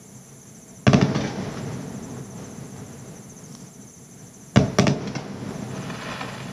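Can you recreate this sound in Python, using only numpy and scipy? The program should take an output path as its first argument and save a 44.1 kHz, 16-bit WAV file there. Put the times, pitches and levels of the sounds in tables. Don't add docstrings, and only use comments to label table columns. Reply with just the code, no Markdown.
import sys
import numpy as np
from scipy import signal
from scipy.fft import rfft, irfft, next_fast_len
from scipy.io import wavfile
from scipy.ndimage import map_coordinates

SR = 44100
rng = np.random.default_rng(int(sys.argv[2]) if len(sys.argv) > 2 else 0)


def dump_mix(stems):
    frames = np.atleast_2d(stems).T
    limited = np.clip(frames, -1, 1)
    pcm = np.round(limited * 32767).astype(np.int16)
    wavfile.write(sys.argv[1], SR, pcm)


def ratio(d):
    e = np.asarray(d, float) / 20
    return 10 ** e


N = 287796

# (delay [ms], level [dB], push stretch [ratio], treble corner [Hz])
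BALCONY_SURFACES = [(0, 0, 1, 14000), (1.69, 0, .5, 20000), (3.1, -9, .8, 5000), (4.15, 1, 2.6, 1300),
                    (5.05, -10, .4, 9000), (6.5, -10, 1, 1500), (9.2, -11, 1.3, 900),
                    (10.5, 1.5, .2, 20000), (11.3, -9, .2, 9000)]
# (frequency [Hz], level [dB], t60 [s])
RECESS_MODES = [(142.2, -10.5, 0.19), (192.6, -1, 0.039), (265.6, -20, 0.31)]
BOOM_DELAY_MS = 13.0
BLAST_LOW_HZ = 106
# (frequency [Hz], t60 [s])
COURTYARD_T60 = [(100, 0.48), (400, 0.47), (1500, 0.15), (6000, 0.22), (12000, 0.25)]
# (frequency [Hz], density [dB per Hz])
ROLL_COLOUR = [(15, -60), (25, 9), (65, -10.5), (124, -6), (195, -3), (320, -15.5), (429, -10.5),
               (550, -20), (645, -16), (990, -22), (1950, -28), (2790, -34), (5500, -37.5), (7150, -39.5),
               (12100, -120)]
# (centre [Hz], width [Hz], lift [dB])
ROLL_MODES = [(130.3, 37, 7), (206, 11, 2), (253.6, 103, 6), (472, 130, 2.5), (647, 13, 5)]
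# (time [s], near streets [dB], far town [dB])
ROLL_SOURCES = [
    (0, -55, -46),
    (.95, -12, -17.5),
    (1.6, -40, -45),
    (2.3, -50, -33.5),
    (2.75, -37, -37),
    (4.1, -44, -45),
    (4.58, -18, -26),
    (4.88, -16, -18.5),
    (5.45, -35, -49),
    (6.1, -34, -34),
]
NEAR_RISE_S, NEAR_FALL_DB_PER_S, FAR_RISE_S = 0.014, 68, 0.086
# (low edge [Hz], high edge [Hz], near [dB], far [dB], far fall [dB/s], town hum [dB])
ROLL_BANDS = [(10, 340, 2.5, -1.6, 10, -42), (360, 1420, -5, -7, 13, -51),
              (1560, 4640, -17, -14.5, 17, -59)]
# (frequency [Hz], density [dB per Hz])
CHORUS_COLOUR = [(1500, -48), (2200, -48), (3000, -33), (4800, -36), (5400, -40.5), (6300, -26),
                 (6900, -23.5), (7500, -19.5), (7900, -26.5), (8700, -26.5), (10000, -22.5), (11500, -28.5),
                 (13000, -36), (15000, -37)]
# (first chirp [s], last chirp [s], level [dB])
CRICKET_PHRASES = [(.087, .766, -49), (1.435, 1.505, -60), (1.677, 1.881, -50), (1.976, 2.451, -46),
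                   (2.52, 2.996, -48), (3.073, 3.073, -47), (3.174, 3.449, -45), (3.546, 3.546, -43),
                   (3.615, 4.015, -48), (4.115, 4.26, -50), (4.35, 4.477, -48), (4.686, 4.686, -47),
                   (5.561, 5.832, -47), (5.905, 6.112, -47), (6.29, 6.357, -61), (6.463, 6.52, -52)]
CHIRP_EVERY_S, CHIRP_SCATTER_DB = 0.068, 1.5
# (time [s], depth [dB], hold [s])
DUCKS = [
    (0.833, -5, 0.46),
    (3.603, -0.5, 0.67),
    (4.563, -3.5, 0.32),
    (4.775, -7, 0.5),
]
REST_DB, GRAB_S, LET_GO_S = -3.5, 0.03, 0.24
# (time [s], peak [dB], push [ms], air cut [Hz], boom [dB])
BLASTS = [
    (0.8676, -4, 0.54, 7900, 3.5),
    (0.9326, -4.5, 0.41, 8750, 3),
    (1.0135, -10, 0.2, 6700, 6.5),
    (4.5603, -4, 0.56, 9200, 6),
    (4.7859, -2.5, 0.38, 14100, -3),
    (4.8689, -6.5, 0.24, 9900, 2.5),
]
FRONT_MS = 0.0083
# (time [s], peak [dB], push [ms], smear [ms])
ECHOES = [(1.147, -19, 0.21, 27), (1.207, -27.5, 0.086, 20), (1.236, -23, 0.235, 68),
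          (1.273, -27.5, 0.054, 9), (1.305, -39, 0.06, 9), (1.361, -39, 0.095, 7.9),
          (1.571, -31, 0.21, 6.6), (5.02, -47.5, 0.026, 6.3), (5.073, -29, 0.092, 6.6),
          (5.151, -20, 0.16, 10), (5.18, -30, 0.28, 13)]
ECHO_CUT_HZ, ECHO_BOOM_DB = 7300, 4
# (time [s], peak [dB], push [ms], air cut [Hz], smear [ms], boom [dB])
FAR_THUD = (5, -29, 0.99, 605, 14, 0)
# (time [s], level [dB], frequency [Hz])
TICKS = [
    (3.525, -43, 5600),
    (3.5502, -29, 1100),
    (3.551, -36, 5700),
]
# (time [s], peak [dB])
STAR_POPS = [(5.8629, -39), (5.898, -19), (5.972, -47), (6.0107, -23), (6.0992, -22), (6.1497, -31),
             (6.1863, -31), (6.2078, -14.5), (6.2401, -41), (6.2814, -19), (6.3778, -24), (6.3993, -22),
             (6.436, -40), (6.4826, -27)]
# (frequency [Hz], level [dB])
STAR_COLOUR = [(200, -34), (500, -5.5), (1000, 3), (2500, 2.5), (5000, -3.5), (7000, -28), (10000, -55)]
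SWARM_START_S, SWARM_PEAK_S = 5.7, 6.125
SWARM_PEAK_DB, SWARM_RISE_DB_PER_S, SWARM_FALL_DB_PER_S = -33, 26.5, 29


def unit(x):
    return x / np.sqrt(np.mean(x ** 2) + 1e-20)


def along(points, hz):
    f, v = np.transpose(points)
    return np.interp(np.log(hz + 1), np.log(f + 1), v)


def wobble(rate_hz):
    knots = rng.standard_normal(int(N * rate_hz / SR) + 4)
    return map_coordinates(knots, [np.arange(N) * rate_hz / SR])


def filtered(x, response):
    m = next_fast_len(len(x) + 8192)
    return irfft(rfft(x, m) * response(np.fft.rfftfreq(m, 1 / SR)), m)[:len(x)]


def band(hz, lo_hz, hi_hz):
    return 1 / np.sqrt((1 + (lo_hz / (hz + 1)) ** 6) * (1 + (hz / hi_hz) ** 6))


def swell(start_s, rise_s, fall_db_per_s):
    t = np.clip(np.arange(N) / SR - start_s, 0, None)
    return (1 - np.exp(-t / rise_s) * (start_s > 0)) ** 2 * ratio(-2 * fall_db_per_s * t)


def roll():
    lift = lambda hz: sum(db / (1 + (2 * (hz - c) / w) ** 2) for c, w, db in ROLL_MODES)
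    lumps, out = wobble(17), 0
    near = sum(ratio(2 * db) * swell(s, NEAR_RISE_S, NEAR_FALL_DB_PER_S) for s, db, _ in ROLL_SOURCES)
    for lo_hz, hi_hz, near_db, far_db, fall_db_per_s, hum_db in ROLL_BANDS:
        far = sum(ratio(2 * db) * swell(s, FAR_RISE_S, fall_db_per_s) for s, _, db in ROLL_SOURCES)
        level = np.sqrt(ratio(2 * near_db) * near + ratio(2 * far_db) * far + ratio(2 * hum_db))
        colour = lambda hz: ratio(along(ROLL_COLOUR, hz) + lift(hz)) * band(hz, lo_hz, hi_hz)
        noise = filtered(rng.standard_normal(N), colour)
        out = out + level * unit(noise * ratio(1.3 * lumps + 0.2 * wobble(30)))
    return out


def chorus():
    colour = lambda hz: ratio(along(CHORUS_COLOUR, hz)) * (hz > 1200) * (hz < 15050)
    hiss = filtered(rng.standard_normal(N), colour)
    return ratio(-52 + 0.13 * wobble(4.1)) * unit(hiss)


def katydid():
    stroke_hz = 392.5 * (1 + 0.00036 * wobble(6.4))
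    strokes = np.diff(np.floor(np.cumsum(stroke_hz) / SR), prepend=0)
    strong_weak = 1 + 0.5 * (-1) ** np.cumsum(strokes)
    sizes = strokes * strong_weak * ratio(0.91 * rng.standard_normal(N))
    wing = lambda hz: 1 / (1 + ((hz - 9900) / 900) ** 2) + 1.1 / (1 + ((hz - 9620) / 60) ** 2)
    return ratio(-59.5 + 0.37 * wobble(2.2)) * unit(filtered(sizes, wing))


def near_cricket():
    out, t = np.zeros(N + SR), np.arange(-0.018, 0.018, 1 / SR)
    shape = np.abs(np.cos(np.pi * t / (2 * t[0]))) ** 0.5 * ratio(-170 * t)
    for first_s, last_s, phrase_db in CRICKET_PHRASES:
        count = round((last_s - first_s) / CHIRP_EVERY_S) + 1
        for s in np.linspace(first_s, last_s, count):
            db = phrase_db + CHIRP_SCATTER_DB * rng.standard_normal()
            pitch_hz = 6200 * (1 + 0.0123 * rng.standard_normal()) - 24000 * t
            tone = np.sin(2 * np.pi * np.cumsum(pitch_hz) / SR)
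            pulses = 1 + 0.5 * np.sin(2 * np.pi * (290 * t + rng.random()))
            out[round((s + t[0]) * SR):][:len(t)] += ratio(db - 11.5) * shape * pulses * tone
    return out[:N] * ratio(2.2 * wobble(250) + 1.5 * wobble(12))


def insect(centre_hz, width_hz):
    wing = lambda hz: 1 / (1 + ((hz - centre_hz) / width_hz) ** 2)
    return unit(filtered(rng.standard_normal(N), wing))


def wing_beat(start_s, period_s):
    return np.cos(np.pi * (np.arange(N) / SR - start_s) / period_s) ** 2


def far_crickets():
    far = ratio(-60.5 + 3 * wobble(1.5)) * wing_beat(0.03, 0.0745) ** 1.5 * insect(6150, 280)
    high = ratio(-52.0 + 0.48 * wobble(3.3)) * wing_beat(0.064, 0.1045) ** 3 * insect(7400, 230)
    low = ratio(-68.5 + 1.1 * wobble(3.6)) * insect(2160, 120)
    return far + high + low


def insect_gap(hz):
    return 1 - 0.97 * 1j * hz * 1100 / (8200 ** 2 - hz ** 2 + 1j * hz * 1100)


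def duck():
    t, gain_db = np.arange(N) / SR, REST_DB
    for s, db, hold_s in DUCKS:
        corners_s = [0, GRAB_S, GRAB_S + hold_s, GRAB_S + hold_s + LET_GO_S]
        gain_db = gain_db + np.interp(t - s, corners_s, [0, db, db, 0])
    return ratio(gain_db)


def air_cut(hz, cut_hz):
    s = 1j * hz / cut_hz
    return 1 / (1 + np.sqrt(2) * s + s * s) ** 3


def balcony(hz, push_ms, slant):
    total = 0
    for delay_ms, db, stretch, corner_hz in BALCONY_SURFACES:
        push_s = push_ms * stretch / 1000
        s = 2j * np.pi * hz * push_s
        blast = SR * push_s * s / (1 + 0.75 * s + s * s)
        delay = np.exp(-2j * np.pi * hz * slant * delay_ms / 1000)
        rough = air_cut(hz, 8500) if delay_ms else 1
        total = total + ratio(db) * blast * delay * rough / (1 + 1j * hz / corner_hz) ** 2
    return total


def courtyard():
    hz, t, z = signal.stft(rng.standard_normal(SR // 2), SR, nperseg=256)
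    decay = ratio(-60 * t / along(COURTYARD_T60, hz)[:, None])
    tail = signal.istft(z * decay, SR, nperseg=256)[1][:SR // 2]
    tail = tail * (1 - np.exp(-np.arange(len(tail)) / SR / 0.013))
    return tail / np.linalg.norm(tail)


def recess_boom(t):
    late = np.clip(t - BOOM_DELAY_MS / 1000, 0, None)
    ring = sum(ratio(db - 60 * late / t60) * np.sin(2 * np.pi * hz * late) for hz, db, t60 in RECESS_MODES)
    return filtered(ring, lambda hz: band(hz, BLAST_LOW_HZ, SR))


def bangs():
    out, t = np.zeros(N + SR), np.arange(SR // 2) / SR
    ring = recess_boom(t)
    direct = [(s, db, push_ms, cut_hz, FRONT_MS, boom_db) for s, db, push_ms, cut_hz, boom_db in BLASTS]
    returns = [(s, db, push_ms, ECHO_CUT_HZ, smear_ms, ECHO_BOOM_DB) for s, db, push_ms, smear_ms in ECHOES]
    edge = lambda hz: air_cut(hz, 7500) * (1j * hz / (2000 + 1j * hz)) ** 2
    for s, db, push_ms, cut_hz, smear_ms, boom_db in direct + returns + [FAR_THUD]:
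        noise = rng.standard_normal((2, len(t)))
        scattered = smear_ms > 2
        facets = np.exp(-t / (smear_ms / 1000)) * (noise[0] if scattered else 1)
        slant = rng.uniform(0.7, 1.2) if scattered else 1
        near = filtered(facets, lambda hz: balcony(hz, push_ms, slant) * air_cut(hz, cut_hz))
        near /= np.abs(near).max()
        railing = noise[1] * np.exp(-t / 0.0025)
        fray = filtered(signal.fftconvolve(near, railing)[:len(t)], edge)
        tail = ratio(-5.0) * signal.fftconvolve(near, courtyard())[:len(t)]
        out[round(s * SR):][:len(t)] += ratio(db) * (near + ratio(-18.0) * fray + tail + ratio(boom_db) * ring)
    return out[:N]


def ticks():
    out, t = np.zeros(N), np.arange(SR // 100) / SR
    for s, db, hz in TICKS:
        snap = np.sin(2 * np.pi * hz * t) + rng.standard_normal(len(t))
        out[round(s * SR):][:len(t)] += ratio(db - 60 * t / 0.0079) * snap * (1 - np.exp(-t / 0.00049))
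    rustle_shape = np.exp(-((np.arange(N) / SR - 3.57) / 0.13) ** 2)
    rustle = unit(filtered(rng.standard_normal(N), lambda hz: band(hz, 3500, 6500)))
    return filtered(out, lambda hz: air_cut(hz, 9000)) + ratio(-59.5) * rustle_shape * rustle


def crackle():
    first, slants = round(SWARM_START_S * SR), (0.96, 0.99, 1.01, 1.04)
    draws = rng.random((2000, 3))
    sparks = np.zeros((len(slants), N - first))
    direction = (draws[:, 0] * len(slants)).astype(int)
    moment = (draws[:, 1] * (N - first)).astype(int)
    np.add.at(sparks, (direction, moment), ratio(-4 * np.log(draws[:, 2] + 0.01)))
    late = np.arange(first, N) / SR - SWARM_PEAK_S
    swarm_db = np.minimum(SWARM_RISE_DB_PER_S * late, -SWARM_FALL_DB_PER_S * late)
    sparks = unit(sparks) * ratio(SWARM_PEAK_DB - 15.5 + swarm_db)
    t = np.arange(SR // 50) / SR
    for k, (s, db) in enumerate(STAR_POPS):
        clump = t / 0.0024 * np.exp(-t / 0.003) * rng.standard_normal(len(t))
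        sparks[k % len(slants), round(s * SR) - first:][:len(t)] += ratio(db - 13) * clump
    out = np.zeros(N)
    for part, slant in zip(sparks, slants):
        near = filtered(part, lambda hz: balcony(hz, 0.11, slant) * ratio(along(STAR_COLOUR, hz) - 2.5))
        out[first:] += near + ratio(-4) * signal.fftconvolve(near, courtyard())[:len(near)]
    return out


def scene():
    night = filtered(far_crickets() + katydid() + chorus(), insect_gap)
    near = bangs() + crackle() + ticks() + near_cricket()
    return (near + duck() * (roll() + night))[None]


def microphone(hz):
    low = 1j * hz / 66
    cut = (low ** 2 / (1 + 1.4 * low + low ** 2)) ** 2
    port = 1 + 2.83 * 1j * hz * 800 / (5800 ** 2 - hz ** 2 + 1j * hz * 800)
    return cut * port * (hz < 15100)


def low_pass(x):
    return signal.sosfilt(signal.butter(12, 15770, fs=SR, output="sos"), x)


def record(dry):
    x = filtered(dry[0], microphone)
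    x = x / (1 + np.abs(x / 0.72) ** 9) ** (1 / 9)
    return low_pass(x[None])


dry = scene()
out = record(dry)
dump_mix(out)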